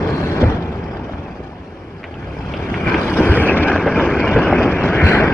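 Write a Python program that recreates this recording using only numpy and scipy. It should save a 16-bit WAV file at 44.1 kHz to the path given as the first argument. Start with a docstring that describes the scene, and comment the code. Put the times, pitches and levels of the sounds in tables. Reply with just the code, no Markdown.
"""A rush of thrown water over a low boom fades first: a huge object has crashed into the sea beside a ship.
Heard from a high, windy deck, it swells into a churning roar as the spray comes down,
with crackling drops, thuds and sharp slaps. Gusts buffet the microphone: a rumble, low thumps and a rasp.
Water and wind are coloured noise that follows one curve of force; slaps, thuds, gushes and buffets
are short bursts or swings placed one by one."""
import sys
import numpy as np
from scipy import signal
from scipy.fft import rfft, irfft
from scipy.io import wavfile
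from scipy.ndimage import uniform_filter1d, minimum_filter1d

SR = 44100
rng = np.random.default_rng(int(sys.argv[2]) if len(sys.argv) > 2 else 0)


def digitize_waveform(pressure):
    """Quantize a signal to 16-bit integers and store it at the path in sys.argv[1].

    Rows of a 2-D input are taken as channels; values are limited to [-1, 1].
    """
    field = np.atleast_2d(pressure).T
    bounded = np.clip(field, -1, 1)
    quanta = np.round(bounded * 32767).astype(np.int16)
    wavfile.write(sys.argv[1], SR, quanta)


N = 235168
TIME = np.arange(N) / SR


def from_db(db):
    """Decibels to gain."""
    return 10 ** (np.asarray(db) / 20)


def unit(x):
    """Scales to rms 1."""
    return x / np.sqrt(np.mean(x ** 2) + 1e-20)


def at_hz(points, hz):
    """Reads a table on a log-frequency axis."""
    f, value = np.transpose(points)
    return np.interp(np.log(hz + 1), np.log(f + 1), value)


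def level(rows):
    """A curve in dB as a gain for every sample."""
    s, db = np.transpose(rows)
    return from_db(np.interp(TIME, s, db))


def add(mix, start_s, sound):
    """Mixes a sound in at its start time."""
    part = mix[:, max(round(start_s * SR), 0):][:, :sound.shape[-1]]
    part += sound[..., :part.shape[-1]]


def noise():
    """Two independent white noises."""
    return rng.standard_normal((2, N))


def grains(per_s, spread_db):
    """Dense random impulses, most small and a few large."""
    size = from_db(spread_db * np.minimum(rng.exponential(1, N), 4))
    struck = rng.random(N) < per_s / SR
    return unit(noise() * size * struck)


def eddies(rate_hz):
    """A random wobble of rms 1, with changes up to about the given rate."""
    hz = np.fft.rfftfreq(N, 1 / SR)
    shape = hz / (hz + 10) / (1 + (hz / rate_hz) ** 2)
    return unit(irfft(rfft(rng.standard_normal(N)) * shape, N))


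# Stereo likeness by pitch, bass nearly mono, treble wide and partly opposed in phase:
# pitch_hz, likeness (1 same, 0 unrelated, -1 opposed)
STEREO_LIKENESS = [(80, .995), (400, .99), (600, .98), (1000, .95), (1600, .93), (2050, .95), (2450, .78),
                   (2850, .2), (3300, -.75), (3700, -.7), (4500, -.1), (8000, -.25)]
# Tilt between left and right: pitch_hz, left_over_right_db
STEREO_BALANCE = [(60, 0.26), (300, 0.4), (1500, 0.76), (5000, 0.5)]
# Phase between left and right: pitch_hz, left_lead_rad
STEREO_LEAD = [(100, 0), (400, .04), (1200, .15), (2300, .3), (3000, .7), (4500, .26)]


def colour(pair, spectrum):
    """Gives two noises a spectrum and a stereo image: bass nearly mono, treble wide and partly opposed."""
    hz = np.fft.rfftfreq(N, 1 / SR)
    mid, side = rfft(pair)
    same = np.clip(at_hz(STEREO_LIKENESS, hz), -.995, .995)
    mid = mid * np.sqrt(1 + same)
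    side = side * np.sqrt(1 - same)
    # half of the tilt and phase goes to each channel
    offset = from_db(at_hz(STEREO_BALANCE, hz) / 2) * np.exp(.5j * at_hz(STEREO_LEAD, hz))
    stereo = np.array([(mid + side) * offset, (mid - side) / offset])
    return unit(irfft(stereo * from_db(at_hz(spectrum, hz)), N))


def steady(x, span_s):
    """Keeps a noise's grain but evens out its slow swells."""
    power = uniform_filter1d((x ** 2).mean(0), max(int(span_s * SR), 2))
    return x / np.sqrt(abs(power) + 1e-9)


def clumps(x, depth_db, width_hz, span_s):
    """Churning is uneven: patches of the spectrum swell and sink at random."""
    frame, hop = 1024, 256
    z = signal.stft(x, nperseg=frame, noverlap=frame - hop)[2]
    patch = rng.standard_normal(z.shape[1:])
    # smooth across pitch, then across time
    patch = signal.lfilter([1], [1, -np.exp(-SR / frame / width_hz)], patch, axis=0)
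    patch = signal.lfilter([1], [1, -np.exp(-hop / SR / span_s)], patch, axis=1)
    uneven = z * from_db(depth_db * unit(patch))
    return signal.istft(uneven, nperseg=frame, noverlap=frame - hop)[1][:, :N]


def burst(t, centre_hz, octaves, apart, top_hz=3400):
    """A stretch of noise around one pitch, different between left and right by the given amount."""
    hz = np.fft.rfftfreq(len(t), 1 / SR)
    band = 1 / (1 + (np.log2((hz + 1) / centre_hz) / octaves) ** 2)
    band = band / (1 + (hz / top_hz) ** 10)
    mid, side = irfft(rfft(rng.standard_normal((2, len(t)))) * band, len(t))
    return steady(np.array([mid + apart * side, mid - apart * side]), span_s=0.0017)


# Force of the turbulence, sinking to a lull, then building as the water comes down: time_s, force_db
FORCE = [(0, -20), (.5, -18.5), (.61, -26.5), (1.1, -29.5), (1.62, -36.5), (2, -36), (2.65, -25),
         (2.87, -21.5), (3.15, -19.5), (3.26, -15.5), (3.7, -16), (3.82, -19.5), (4.1, -18), (4.25, -17),
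         (4.62, -16), (4.76, -19.5), (5.2, -14.5), (5.33, -18)]
FULL_DB = -18  # the force at which a layer plays at its own gain_db


def follow(gain_db, slope):
    """A layer's gain: its level at full force, and the dB it moves for each dB of force."""
    return from_db(gain_db) * (level(FORCE) / from_db(FULL_DB)) ** slope


def swells(rows, order):
    """Each event lifts a layer by the dB in one column: attack, hold, release."""
    attack, release = 0.13, 0.78  # shares of the event's length
    lift = np.zeros(N)
    for row in rows:
        age = (TIME - row[0]) / row[1]
        ramps = np.minimum(age / attack, (1 - age) / release)
        lift += row[order] * np.clip(ramps, 0, 1)
    return from_db(lift)


def arrival(growth_db=10, onset_s=1.75, growth_s=1.52):
    """The gain of the layers that harden as the falling water arrives."""
    arrived = np.clip((TIME - onset_s) / growth_s, 0, 1)
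    return from_db(growth_db * (arrived - 1))


# Tone of the roar: pitch_hz, level_db (per Hz)
ROAR_TONE = [(60, -18), (110, -19.5), (160, -1.5), (270, -0.5), (400, -1.5), (600, -8.5), (850, -10.5),
             (1200, -18), (1800, -23), (3000, -38), (4500, -101.5)]
# Surges of churning water, shared with rasp and spray: start_s, length_s, roar_db, rasp_db, spray_db (lifts)
CHURN_SURGES = [(.1, 0.45, -2.5, -2, -1), (.403, 0.048, 3, -3, 6), (1.39, 0.024, 3, 1, 0),
                (2.2, 1, -1, -1, 3), (2.7, 0.023, 1.5, 0, 5.5), (2.85, 0.18, 3, 10.5, 4.5),
                (2.96, 0.44, 0, -2, 7), (3.165, 0.09, 3.5, 2.5, 2), (3.48, 0.053, 1.5, 8.5, 0),
                (3.66, 0.12, 0, 6, 1.5), (3.95, 0.14, 4, 4, 4.5), (4.352, 0.082, 1.5, 1, -1.5),
                (4.515, 0.12, 2, 0.5, -4.5), (4.64, 0.081, 4, -2, -3), (4.835, 0.034, 5.5, -1, 6),
                (5.055, 0.092, 2, 1.5, 2), (5.21, 0.065, 2.5, -4, -7)]


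def roar(flutter, flutter_db=0.5, gain_db=-18.0, slope=1.0):
    """Countless collapsing pockets of air and water, surging with the turbulence."""
    churn = colour(grains(per_s=5000, spread_db=1.5) * from_db(flutter_db * flutter), ROAR_TONE)
    churn = clumps(churn, depth_db=2.5, width_hz=42, span_s=0.042)
    return follow(gain_db, slope) * swells(CHURN_SURGES, order=2) * steady(churn, span_s=0.035)


def wash():
    """The water thrown out by the impact rushes away over a low boom; both fade steadily."""
    rush = from_db(-33.5 - 10 * TIME) * burst(TIME, centre_hz=746, octaves=0.23, apart=0.1)
    hz = np.fft.rfftfreq(N, 1 / SR)
    boom_band = np.exp(-np.log2((hz + 1) / 160) ** 2 / .5)  # centred on 160 Hz
    boom = unit(irfft(rfft(rng.standard_normal(N)) * boom_band, N))
    return rush + from_db(-24.5 - 12.5 * TIME) * boom  # fades in dB per second


# Slaps, and in the last row a tiny click of overload:
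# start_s, level_db (of the crack's envelope peak), pitch_hz, tail_t60_s
SLAP_AND_CLICK_HITS = [(0.44, -19, 1700, .07), (0.968, -25, 1590, 0.052), (1.1348, -19, 1060, 0.083),
                       (2.032, -26, 2000, .04), (2.0408, -17, 2100, 0.11), (2.142, -30, 2900, 0.11),
                       (2.165, -41, 1700, .06), (2.228, -28, 1670, 0.09), (2.5388, -18, 2750, 0.23),
                       (2.742, -13.5, 2110, 0.17), (2.8584, -18, 2060, .04), (2.8766, -12, 2060, 0.1),
                       (2.8882, -15, 1820, 0.093), (2.9433, -7.5, 2200, 0.087), (2.948, -14, 1600, .07),
                       (3.1165, -15, 1590, .1), (3.174, -16, 1500, 0.065), (3.3183, -10, 1620, .05),
                       (3.373, -10, 1930, 0.088), (3.487, -16, 1490, 0.06), (3.571, -12, 2160, 0.18),
                       (3.719, -11, 1500, .05), (3.761, -8, 1500, 0.041), (3.8768, -11, 1520, 0.13),
                       (3.9966, -9, 1540, .04), (4.1287, -17, 1570, 0.037), (4.365, -12.5, 1680, 0.085),
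                       (4.843, -13, 1500, .06), (5.002, -8, 1700, .05), (5.065, -15, 1820, 0.092),
                       (5.1351, -20, 1480, 0.054), (5.164, -18, 1580, .04)]


def slaps_and_click(tail_db=-15, body_db=-14, body_hz=950, body_t60_s=0.031):
    """A slap is a crack of two or three cycles, a dull smack and a short scatter; so is the last click."""
    out, t = np.zeros((2, N)), np.arange(SR // 4) / SR
    age = t / .00055  # the crack peaks about half a millisecond in
    for start_s, level_db, pitch_hz, t60_s in SLAP_AND_CLICK_HITS:
        crack = age ** 2 * np.exp(2 * (1 - age)) * np.sin(2 * np.pi * pitch_hz * t)
        tail = from_db(tail_db - 60 * t / t60_s) * burst(t, pitch_hz, octaves=0.66, apart=0.16)
        smack = from_db(body_db - 60 * t / body_t60_s) * burst(t, body_hz, octaves=0.45, apart=0.49)
        onset = 1 - np.exp(-age)
        add(out, start_s, from_db(level_db) * (crack + onset * (tail + smack)))
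    return out


# Slabs of water landing flat: start_s, level_db (of the envelope peak), pitch_hz
THUD_HITS = [(0.419, -21, 615), (0.429, -7, 520), (0.439, -11, 535), (1.094, -19.5, 610),
             (1.402, -18.5, 380), (1.472, -39, 560), (1.933, -42, 600), (2.541, -19.5, 537),
             (3.76, -14, 595), (3.862, -5.5, 470), (3.976, -9.5, 480), (4.362, -2, 468), (4.526, -3, 720),
             (4.603, -7.5, 490)]


def thuds(rise_s=0.0016, scatter=0.076):
    """A slab of water lands flat: a few quick, ragged swings of pressure."""
    out, t = np.zeros((2, N)), np.arange(SR // 16) / SR
    for start_s, level_db, pitch_hz in THUD_HITS:
        swing = np.sin(2 * np.pi * pitch_hz * t)
        ragged = swing + scatter * burst(t, 2 * pitch_hz, octaves=0.13, apart=0.37)
        envelope = t / rise_s * np.exp(1 - t / rise_s)
        add(out, start_s, from_db(level_db) * envelope * ragged)
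    return out


# Gushes of falling water: start_s, level_db (before gain_db), pitch_hz, length_s (decay scale)
GUSH_HITS = [(0.405, -18, 700, 0.049), (0.923, -29, 810, 0.06), (1.246, -33, 710, 0.072),
             (2.865, -19.5, 965, 0.17), (3.417, -23.5, 760, 0.27), (3.862, -9, 547, 0.032),
             (3.985, -17, 412, 0.12), (4.362, -9, 510, 0.037), (4.464, -16, 590, 0.055),
             (4.523, -11, 505, 0.029), (4.6, -14.5, 666, 0.067), (4.853, -17, 495, 0.034),
             (5.145, -13.5, 885, 0.037)]


def gushes(gain_db=-3, rise=0.18):
    """Sheets of water land: a quick swell of low noise that sinks away."""
    out, t = np.zeros((2, N)), np.arange(SR // 2) / SR
    for start_s, level_db, pitch_hz, length_s in GUSH_HITS:
        age = t / length_s
        swell = (1 - np.exp(-age / rise)) * np.exp(-age ** 2)
        sheet = burst(t, pitch_hz, octaves=0.33, apart=0.087)
        add(out, start_s, from_db(gain_db + level_db) * swell * sheet)
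    return out


# Crackle of heavy drops: pitch_hz, level_db (per Hz)
SPATTER_TONE = [(600, -9), (1100, 9), (1600, -1), (1900, 3.5), (2300, 6.5), (3200, -28), (3800, -27.5),
                (5000, -33), (8000, -59.5)]


def spatter(gain_db=-32, slope=0.74):
    """Heavy drops crack on the surface, a few hundred a second, in uneven patches of colour."""
    hits = colour(grains(per_s=330, spread_db=1.2), SPATTER_TONE)
    hits = clumps(hits, depth_db=6, width_hz=370, span_s=.008)
    return follow(gain_db, slope) * arrival() * steady(hits, span_s=.04)


# Main curtain of spray: pitch_hz, level_db (per Hz)
PATTER_TONE = [(1200, -30), (2400, -7.5), (3200, 8), (3900, -28.5), (5500, -26.5), (7500, -26.5),
               (9200, -16.5), (11000, -37.5)]
# Open sea: pitch_hz, level_db (per Hz)
SEA_TONE = [(1200, -7.5), (2200, 2.5), (3400, -4), (4500, -8), (6000, -15.5), (7500, -22), (11000, -23.5)]


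def patter(loudest_db=-33, loudest_s=3.43, rise_s=0.44, fall_s=0.044, sea_db=-56):
    """The curtain of spray comes down and thins out, over the faint hiss of the sea."""
    age = TIME - loudest_s
    fall = from_db(loudest_db) * np.exp(np.minimum(age / rise_s, -age / fall_s))
    drops = colour(grains(per_s=14000, spread_db=5.5), PATTER_TONE)
    return fall * drops + from_db(sea_db) * colour(noise(), SEA_TONE)


# Fans of fine mist: loudest_s, half_length_s, level_db
MIST_FANS = [(0.254, 0.21, -42), (5.076, 0.03, -35.5), (5.134, 0.077, -36)]
# Their hiss: pitch_hz, level_db (per Hz)
MIST_TONE = [(2500, -33), (4200, 11), (5300, -16.5), (6300, -15), (8000, -17.5), (11000, -22.5)]


def mist():
    """Fans of fine droplets fly up with a short, bright fizz."""
    swell = np.zeros(N)
    for loudest_s, half_length_s, level_db in MIST_FANS:
        swell += from_db(level_db) * np.exp(-((TIME - loudest_s) / half_length_s) ** 2)
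    return swell * colour(grains(per_s=4000, spread_db=2.5), MIST_TONE)


# Fine far spray: pitch_hz, level_db (per Hz)
SPRAY_TONE = [(1000, -12), (2500, 4.5), (3300, 16), (3900, 6.5), (5000, 7.5), (6200, -2), (7700, -17.5),
              (9000, -18), (11000, -40)]


def spray(flutter, flutter_db=2.03, gain_db=-40, slope=0.91):
    """Far droplets rain back on the sea as a fine hiss that drifts on the wind."""
    drops = colour(grains(per_s=12000, spread_db=1.5) * from_db(flutter_db * flutter), SPRAY_TONE)
    drops = clumps(drops, depth_db=3.2, width_hz=200, span_s=.02)
    return follow(gain_db, slope) * swells(CHURN_SURGES, order=4) * steady(drops, span_s=0.73)


# Wind rasp: pitch_hz, level_db (per Hz)
RASP_TONE = [(500, -16), (900, -5.5), (1300, -2.5), (1620, 3.5), (1900, -12.5), (2350, -0.5), (2750, -8),
             (3200, -14), (3700, -43.5), (4500, -56), (8000, -78)]


def rasp(gain_db=-26, slope=0.8):
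    """Small eddies tear at the microphone ports and ring them broadly."""
    tearing = colour(grains(per_s=3000, spread_db=1.0), RASP_TONE)
    tearing = clumps(tearing, depth_db=5.5, width_hz=110, span_s=0.02)
    tearing = steady(tearing, span_s=.025)
    return follow(gain_db, slope) * arrival() * swells(CHURN_SURGES, order=3) * tearing


# Hollow resonance of the ports: pitch_hz, level_db (per Hz)
HOLLOW_TONE = [(900, -5.5), (1270, -4), (1540, 13.5), (1720, 7), (1900, 5.5), (2250, 4), (2700, -54)]


def hollow(flutter, flutter_db=2, gain_db=-36, slope=1.6):
    """Wind drives one broad resonance of the ports, most of all in a squall blowing straight in."""
    rush = colour(noise() * from_db(flutter_db * flutter), HOLLOW_TONE)
    squall_s, half_length_s, lift_db = 5.076, 0.23, 14
    squall = from_db(lift_db * np.exp(-((TIME - squall_s) / half_length_s) ** 2))
    return follow(gain_db, slope) * squall * steady(rush, span_s=.03)


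# Buffets: start_s, level_db (before gain_db), pitch_hz (before wander), length_s
BUFFET_HITS = [(0.404, -9.5, 249, 0.053), (0.417, -11, 87, 0.06), (2.712, -13, 228, 0.018),
               (2.938, -9, 346, 0.028), (3.175, -7.5, 241.5, 0.057), (3.289, -4.5, 91.6, 0.045),
               (5.041, -4.5, 76.6, 0.034), (5.221, -19, 262, 0.012)]


def buffets(gain_db=-2, wander=0.25):
    """Single strong eddies: a few uneven swings of pressure each."""
    out = np.zeros((2, N))
    for start_s, level_db, pitch_hz, length_s in BUFFET_HITS:
        hz = pitch_hz * (1 + wander * eddies(pitch_hz)[:int(length_s * SR)])
        swing = np.sin(2 * np.pi * (np.cumsum(hz) / SR + rng.random()))
        envelope = signal.windows.tukey(len(hz), .7)
        add(out, start_s, from_db(gain_db + level_db) * swing * envelope)
    return out


# Wind rumble: pitch_hz, level_db (per Hz)
RUMBLE_TONE = [(20, -17), (35, -10.5), (55, 3), (85, 8.5), (115, 2.5), (170, 0), (400, -62.5)]
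# Gusts pressing on the microphone: start_s, length_s, lift_db
WIND_GUSTS = [(.42, 0.21, 11), (.55, 0.62, 4), (1.12, 0.14, 6), (2.1, 0.88, 5), (2.86, 0.059, 8),
              (3.27, 0.17, 4.5), (3.37, 0.051, 6.5), (4.34, 0.061, 11), (4.52, 0.035, 5),
              (5.025, 0.076, 13), (5.26, 0.07, 6)]


def rumble(gain_db=-24, slope=0.8):
    """Large eddies press on the microphone as a low, nearly mono rumble."""
    pressure = follow(gain_db, slope) * swells(WIND_GUSTS, order=2)
    return pressure * steady(colour(noise(), RUMBLE_TONE), span_s=0.21)


# Added stereo width: wash from all around, loud roar from ahead, falling spray from both sides.
# Columns: time_s, midrange_db, crackle_db, hiss_db
STEREO_WIDTH = [(0, 11, 0, -3), (.45, 12, 2, -1), (.8, 11.5, -1, -3), (2.4, 10.5, -1, -3),
                (3.0, 11.5, -1, -2), (3.2, 6, -2, 0), (3.37, 0, 1, 7), (3.6, -1, 0, 5), (3.85, -2, -1, -1),
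                (4.5, 1, 2, -1), (4.9, 1, 2, -1), (5.13, 4, 6, -3), (5.33, 7, 2, -2)]


def widen(pair, order, low_hz, high_hz):
    """Opens and narrows the stereo image of one band, by one column of the width table."""
    mid, side = (pair[0] + pair[1]) / 2, (pair[0] - pair[1]) / 2
    band_pass = signal.butter(2, [low_hz, high_hz], "band", fs=SR, output="sos")
    band = signal.sosfiltfilt(band_pass, side)
    side = side - band + band * level(np.array(STEREO_WIDTH)[:, [0, order]])
    return np.array([mid + side, mid - side])


def lean(pair, turn_s=3.1, length_s=0.26, left_over_right_db=0.4):
    """The whole sound shifts a little to the left as the microphone turns."""
    turn = np.clip((TIME - turn_s) / length_s, 0, 1)
    return pair * from_db(np.array([[.5], [-.5]]) * left_over_right_db * turn)


def scene():
    """One turbulent flutter shakes the roar, the hollow of the ports and the spray together."""
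    flutter = eddies(rate_hz=30)
    rush = roar(flutter) + wash() + gushes() + rasp() + hollow(flutter) + spatter()
    water = widen(rush, order=1, low_hz=620, high_hz=2000)
    water = water + spray(flutter) + mist() + slaps_and_click() + thuds() + patter()
    water = widen(water, order=2, low_hz=2100, high_hz=3700)
    water = widen(water, order=3, low_hz=3800, high_hz=6500)
    return lean(water + rumble() + buffets())


def record(dry):
    """A fast limiter holds the peaks down; then soft ends and the band limit."""
    room = np.minimum(1, .96 / (abs(dry).max(0) + 1e-9))
    gain = uniform_filter1d(minimum_filter1d(room, size=120), size=120)
    ends = np.minimum(1, np.minimum(TIME, TIME[::-1]) / .002)  # 2 ms fades
    low_pass = signal.firwin(511, 11300, window=("kaiser", 9), fs=SR)  # cutoff in Hz
    return signal.oaconvolve(dry * gain * ends, low_pass[None], "same")


dry = scene()
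out = record(dry)
digitize_waveform(out)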